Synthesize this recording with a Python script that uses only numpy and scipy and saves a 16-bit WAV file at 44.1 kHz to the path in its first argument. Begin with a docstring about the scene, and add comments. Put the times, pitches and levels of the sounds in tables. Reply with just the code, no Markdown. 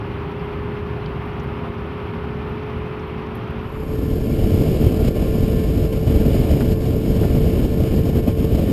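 """Motor boat on a lake, from afar and on board.

Far off, two engine notes drone over a low rumble and the rush of the wake; ripples and ticks sound
close by and birds chirp faintly on the shore. A dissolve takes us aboard the planing boat, where wind
buffets the microphone over the outboard's whine and the hiss of spray. The small camera there holds
each sample, which mirrors the sound into a thin sizzle."""
import sys
import numpy as np
from scipy import signal
from scipy.fft import rfft, irfft
from scipy.io import wavfile

SR = 44100
rng = np.random.default_rng(int(sys.argv[2]) if len(sys.argv) > 2 else 0)


def transcribe(signal):
    """Save signal, clipped to [-1, 1], as a 16-bit WAV file at the path in sys.argv[1]."""
    frames = np.atleast_2d(signal).T
    limited = np.clip(frames, -1, 1)
    pcm = np.round(limited * 32767).astype(np.int16)
    wavfile.write(sys.argv[1], SR, pcm)


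N = 384552
TIME = np.arange(N) / SR
FREQS = np.fft.rfftfreq(N, 1 / SR)


def gain_of(db):
    """Decibels to amplitude."""
    return 10 ** (np.asarray(db) / 20)


def unit_rms(x):
    """Scales to an rms of one."""
    return x / np.sqrt(np.mean(x ** 2) + 1e-20)


def curves(rows):
    """Each value column of a (time [s], values...) table at every sample."""
    times, *columns = np.transpose(rows)
    return [np.interp(TIME, times, column) for column in columns]


def noise(spectrum):
    """Noise of rms one, coloured by (frequency [Hz], relative level [dB]) points."""
    hz, db = np.transpose(spectrum)
    colour = gain_of(np.interp(np.log(FREQS + 1), np.log(hz), db))
    return unit_rms(irfft(rfft(rng.standard_normal(N)) * colour, N))


def wander(rate_hz):
    """Smooth random drift of rms one, moving at up to about rate_hz."""
    hz = np.fft.rfftfreq(8192, 1 / 800)
    slow = irfft(rfft(rng.standard_normal(8192)) / (1 + (hz / rate_hz) ** 4))
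    return unit_rms(np.interp(TIME, np.arange(8192) / 800, slow))


def burst(start, decay_s):
    """Envelope that jumps up at start and dies away."""
    age = np.maximum(TIME - start, 0) / decay_s
    return np.exp(-np.minimum(age, 20)) * (TIME >= start)


def plateaus(rows, edge_s=0.013):
    """Curve in dB that rises, holds and falls for each (time [s], length [s], height [dB])."""
    return sum(db * np.clip(np.minimum(TIME - start, start + length - TIME) / edge_s + .5, 0, 1)
               for start, length, db in rows)


# The boat's rumble, far across the water: (frequency [Hz], relative level [dB])
RUMBLE_SPECTRUM = [(15, -30), (38, -12), (60, -1), (80, 0), (97, -3), (130, 1), (200, -6), (270, -8),
                   (335, -10), (370, -17), (460, -19), (600, -23), (1000, -45), (3000, -90)]
def rumble(level_db=-28.5, fade_db_per_s=0.37, swell_db=0.14, throb_db=0.5):
    """The distant rumble swells and throbs at random as it slowly recedes."""
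    receding_db = level_db - fade_db_per_s * TIME + swell_db * wander(9.1)
    return noise(RUMBLE_SPECTRUM) * gain_of(receding_db + throb_db * wander(26))


# The wake, far across the water: (frequency [Hz], relative level [dB])
WAKE_SPECTRUM = [(300, -13), (480, -3), (560, -2.5), (630, -2), (950, 3), (1250, 0.5), (1600, -6.5),
                 (2000, -8), (2500, -7.5), (3100, -12.5), (4000, -23.5), (5200, -30.5), (6800, -45),
                 (11500, -39.5), (15000, -43)]
def wake(level_db=-36.5, churn_db=0.66):
    """Water churns behind the boat in a steady rush."""
    return noise(WAKE_SPECTRUM) * gain_of(level_db + churn_db * wander(25))


def engine(shaft_hz, level_db, orders, jitter_turns, flutter, flutter_hz):
    """Tones at multiples of one jittering shaft speed; all flutter, the strong fifth only slightly."""
    turns = np.cumsum(shaft_hz) / SR + jitter_turns * wander(6.8)
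    out = np.zeros(N)
    for order, db in orders:
        depth = flutter * (.15 if order == 5 else 1)
        angle = 2 * np.pi * (order * turns + rng.random())
        in_phase = (1 + depth * wander(flutter_hz)) * np.cos(angle)
        quadrature = depth * wander(flutter_hz) * np.sin(angle)
        out += gain_of(db) * (in_phase + quadrature)
    return np.sqrt(2) * gain_of(level_db) * out


# The outboard from afar: (time [s], shaft speed [Hz], level [dB])
FAR_OUTBOARD_RUN = [(0, 81.8, -36), (.4, 82.75, -33), (.8, 83.05, -32), (1.2, 83.2, -35.5),
                    (1.95, 83.6, -35.5), (2.75, 84.9, -32.5), (3.5, 85.5, -37)]
# Its tones at that distance: (order [x shaft speed], relative level [dB])
FAR_OUTBOARD_ORDERS = [(2, -11), (4, -15), (5, -0.5), (6, -17.5), (7, -26.5), (8, -29), (17, -38),
                       (20, -33), (21, -24), (25, -31.5)]
def far_outboard():
    """The outboard drones across the lake, slowly gaining speed."""
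    shaft_hz, level_db = curves(FAR_OUTBOARD_RUN)
    return engine(shaft_hz, level_db, FAR_OUTBOARD_ORDERS,
                  jitter_turns=0.0065, flutter=0.32, flutter_hz=7.8)


# A second engine, also far off: (order [x shaft speed], relative level [dB])
SECOND_ENGINE_ORDERS = [(1, -1.5), (1.5, -4.5), (2, -9), (2.5, -12), (3, -2), (4, -12.5), (5, 1), (7, -13),
                        (9, -16.5), (19, -17.5), (27.5, -20.5)]
def second_engine(mean_hz=76.22, hunt_hz=.5, hunt_period_s=2.05, level_db=-39.8):
    """A slower engine hunts gently around its speed and beats against the outboard."""
    shaft_hz = mean_hz + hunt_hz * np.cos(2 * np.pi * TIME / hunt_period_s)
    return engine(shaft_hz, level_db, SECOND_ENGINE_ORDERS,
                  jitter_turns=0.0033, flutter=0.43, flutter_hz=7.3)


def lapping(drops_per_s=120, level_db=-68, spread_db=3):
    """Ripples break near the microphone: droplets of random size ring briefly at one of ten pitches."""
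    age, out = np.arange(400) / SR, np.zeros(N)
    for hz in np.geomspace(3000, 6000, num=10):
        sizes = gain_of(spread_db * np.minimum(rng.exponential(1, N), 3))
        onsets = rng.random(N) < drops_per_s / 10 / SR
        ring = np.sin(2 * np.pi * hz * age) * age * np.exp(-age * hz / 3)
        out += signal.oaconvolve(sizes * onsets, ring)[:N]
    return gain_of(level_db) * unit_rms(out)


# Birds, faint from the shore: (time [s], level [dB])
SHORE_CHIRPS = [(.11, -58), (1.0, -57), (3.02, -58)]
def bird_chirps(top_hz=4500, fall_hz=700, length_s=.05):
    """Each chirp is a short whistle that swells and slides down."""
    out = np.zeros(N)
    for start, db in SHORE_CHIRPS:
        progress = np.clip((TIME - start) / length_s, 0, 1)
        turns = np.cumsum(top_hz - fall_hz * progress) / SR
        out += gain_of(db) * np.sin(np.pi * progress) * np.sin(2 * np.pi * turns)
    return out


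# Small ticks close to the microphone: (time [s], relative level [dB], centre [Hz], decay [s])
CLOSE_TICKS = [(.445, -53, 12500, 0.011), (1.060, -36, 4300, 0.0061), (1.255, -53, 12000, 0.014),
               (1.398, -44, 5860, 0.0058), (1.435, -52, 12000, .008), (2.495, -53, 12500, 0.0032),
               (2.775, -55, 11520, .008), (2.995, -47, 5360, .007), (3.07, -56, 12500, .012),
               (3.352, -43, 11790, .012), (3.505, -51, 12000, .006)]
def ticks(trim_db=-8, ring_width=0.11, body_hz=3130, body_width=0.045, body_db=1):
    """Each tick is a noise burst in a broad resonance of its own, over a lower one that all share."""
    white, out = rfft(rng.standard_normal(N)), np.zeros(N)

    def resonance(hz, relative_width):
        return unit_rms(irfft(white / (1 + ((FREQS / hz - 1) / relative_width) ** 2), N))

    body = gain_of(body_db) * resonance(body_hz, body_width)
    for start, db, hz, decay_s in CLOSE_TICKS:
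        out += gain_of(db + trim_db) * (resonance(hz, ring_width) + body) * burst(start, decay_s)
    return out


# On board, the air coming over the bow: (time [s], relative level [dB])
BOW_WIND = [(3.9, -7), (4.15, -4.5), (4.5, 1.3), (4.8, 0.5), (5.3, -0.1), (5.9, 0), (6.4, 2), (6.9, -0.6),
            (7.45, 0.9), (8.2, 0.1), (8.7, 0.3)]
# Gusts on top of it: (time [s], length [s], rise [dB])
BOW_GUSTS = [(4.813, .08, 3), (5.03, 0.066, 2.5), (6.082, 0.081, 1.5), (6.326, 0.072, 2.5), (6.49, .05, 2),
             (8.155, 0.023, 1.5), (8.278, 0.028, 1)]
# Brief ducks, where the camera's limiter turns the wind and spray down after a bump:
# (time [s], length [s], drop [dB])
LEVEL_DUCKS = [(5.093, 0.051, 5), (5.65, 0.034, 3), (5.869, .05, 4.5), (5.98, 0.087, 3.5),
               (6.741, 0.062, 5), (6.937, 0.12, 2.5), (7.659, 0.135, 3), (8.006, 0.051, 2),
               (8.105, .04, 2.5), (8.205, .06, 3.5), (8.325, 0.052, 5), (8.46, 0.051, 3)]
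def airstream():
    """Level of the wind as heard on board, in dB: a slow swell with gusts, ducked at the listed times."""
    swell_db, = curves(BOW_WIND)
    return swell_db + plateaus(BOW_GUSTS) - plateaus(LEVEL_DUCKS)


# Wind right on the microphone: (frequency [Hz], relative level [dB])
BUFFET_SPECTRUM = [(10, -19), (25, 1), (55, 4.5), (110, 3.5), (170, 0), (230, -8.5), (400, -44)]
# Thumps, where a large eddy strikes it: (time [s], length [s], rise [dB])
EDDY_THUMPS = [(4.308, 0.045, 1), (4.547, 0.057, 1.5), (5.047, .05, 3), (5.394, 0.052, 2.5),
               (6.677, 0.077, 2.5), (7.626, .06, 2), (7.942, 0.056, 2), (8.06, 0.029, 2.5)]
def buffeting(air_db, eddies, lumps, level_db=-17.5, follow=0.59, eddy_db=1.2, lump_db=0.7):
    """The airstream beats on the microphone with a deep, thumping flutter."""
    turbulence_db = plateaus(EDDY_THUMPS) + eddy_db * eddies + lump_db * lumps
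    return noise(BUFFET_SPECTRUM) * gain_of(level_db + follow * air_db + turbulence_db)


# The wind's roar on board: (frequency [Hz], relative level [dB])
ROAR_SPECTRUM = [(100, -17), (170, -6.5), (230, 0), (320, -3.5), (420, -7.5), (550, -10.5), (680, -17),
                 (820, -26.5), (1100, -35), (2000, -60)]
def roar(air_db, eddies, lumps, level_db=-22, follow=0.83, eddy_db=2.18, lump_db=0.48):
    """A roar pitched above the buffeting follows the wind's level, roughened by its eddies."""
    turbulence_db = eddy_db * eddies + lump_db * lumps
    return noise(ROAR_SPECTRUM) * gain_of(level_db + follow * air_db + turbulence_db)


# Spray, heard from inside the boat: (frequency [Hz], relative level [dB])
SPRAY_SPECTRUM = [(400, -12), (900, -3), (1150, 7.5), (1400, 4), (2020, 2), (2250, 8.5), (2600, 5),
                  (3000, 9), (3500, 0), (4300, -5), (5100, 1.5), (5500, -8), (5900, -12)]
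def spray(air_db, eddies, level_db=-44, follow=1.18, eddy_db=0.7):
    """The hiss of spray rises and falls with the wind's level."""
    return noise(SPRAY_SPECTRUM) * gain_of(level_db + follow * air_db + eddy_db * eddies)


# The outboard from on board: (time [s], shaft speed [Hz], level [dB])
NEAR_OUTBOARD_RUN = [(3.9, 86.65, -32), (4.7, 87.22, -30.5), (5.5, 87.87, -29.5), (6.3, 87.78, -30.5),
                     (7.1, 87.84, -32), (7.9, 88.06, -31.5), (8.7, 89, -31)]
# Its tones at close range: (order [x shaft speed], relative level [dB])
NEAR_OUTBOARD_ORDERS = [(1, -9), (4, -15.5), (5, 1), (10, -34), (12, -24), (13, -31), (15, -42),
                        (16, -27.5), (18, -31), (19, -38), (20, -27), (21, -36), (25, -29.5), (27, -33),
                        (31, -34), (32, -35)]
def near_outboard():
    """The outboard whines through the wind, creeping up in speed."""
    shaft_hz, level_db = curves(NEAR_OUTBOARD_RUN)
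    return engine(shaft_hz, level_db, NEAR_OUTBOARD_ORDERS,
                  jitter_turns=.002, flutter=0.33, flutter_hz=4.5)


def overload(x, ceiling=0.83):
    """Soft overload rounds off the hardest gusts."""
    return x / (1 + (x / ceiling) ** 6) ** (1 / 6)


def sample_and_hold(x, hold_hz=12000, band_hz=5550):
    """The camera holds each sample, mirroring its narrow band on both sides of the hold rate."""
    narrow = irfft(rfft(x) / np.sqrt(1 + (FREQS / band_hz) ** 50), N)
    mirrored = narrow * (1 + 2 * np.cos(2 * np.pi * hold_hz * TIME))
    notch = np.minimum(1, abs(FREQS - hold_hz) / (FREQS + 1))
    return irfft(rfft(mirrored) * notch, N)


# Sharp puffs right on the microphone: (time [s], relative level [dB])
WIND_PUFFS = [(6.607, -13), (7.234, -17), (7.283, -23), (7.854, -26), (8.172, -24), (8.285, -25)]
def puffs(trim_db=-11, decay_s=0.011):
    """Each puff of wind hits as a burst of midrange noise that dies at once."""
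    blows = sum(gain_of(db + trim_db) * burst(start, decay_s) for start, db in WIND_PUFFS)
    return blows * noise([(200, -19), (600, 7), (1200, -2.5), (2500, -13), (5500, -34)])


# From the distant microphone to the one on board: (time [s], far gain [linear], near gain [linear])
FAR_TO_NEAR = [(3.57, 1, 0), (3.75, .7, .35), (3.95, .5, .95), (4.1, .3, 1), (4.4, 0, 1)]
def scene():
    """The distant boat dissolves into the ride, where one airstream drives buffeting, roar and spray."""
    afar = rumble() + wake() + far_outboard() + second_engine() + lapping() + bird_chirps() + ticks()
    air_db = airstream()
    eddies, lumps = wander(56), wander(7.7)  # fast and slow turbulence
    wind = buffeting(air_db, eddies, lumps) + roar(air_db, eddies, lumps)
    on_board = wind + spray(air_db, eddies) + near_outboard() + puffs()
    far_gain, near_gain = curves(FAR_TO_NEAR)
    return (far_gain * afar + near_gain * sample_and_hold(overload(on_board)))[None]


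def record(dry, edge_hz=15330):
    """A steep low-pass cuts the highest treble at both microphone positions."""
    lowpass = signal.firwin(1023, edge_hz, window=("kaiser", 9), fs=SR)
    return signal.oaconvolve(dry, lowpass[None], "same")


dry = scene()
out = record(dry)
transcribe(out)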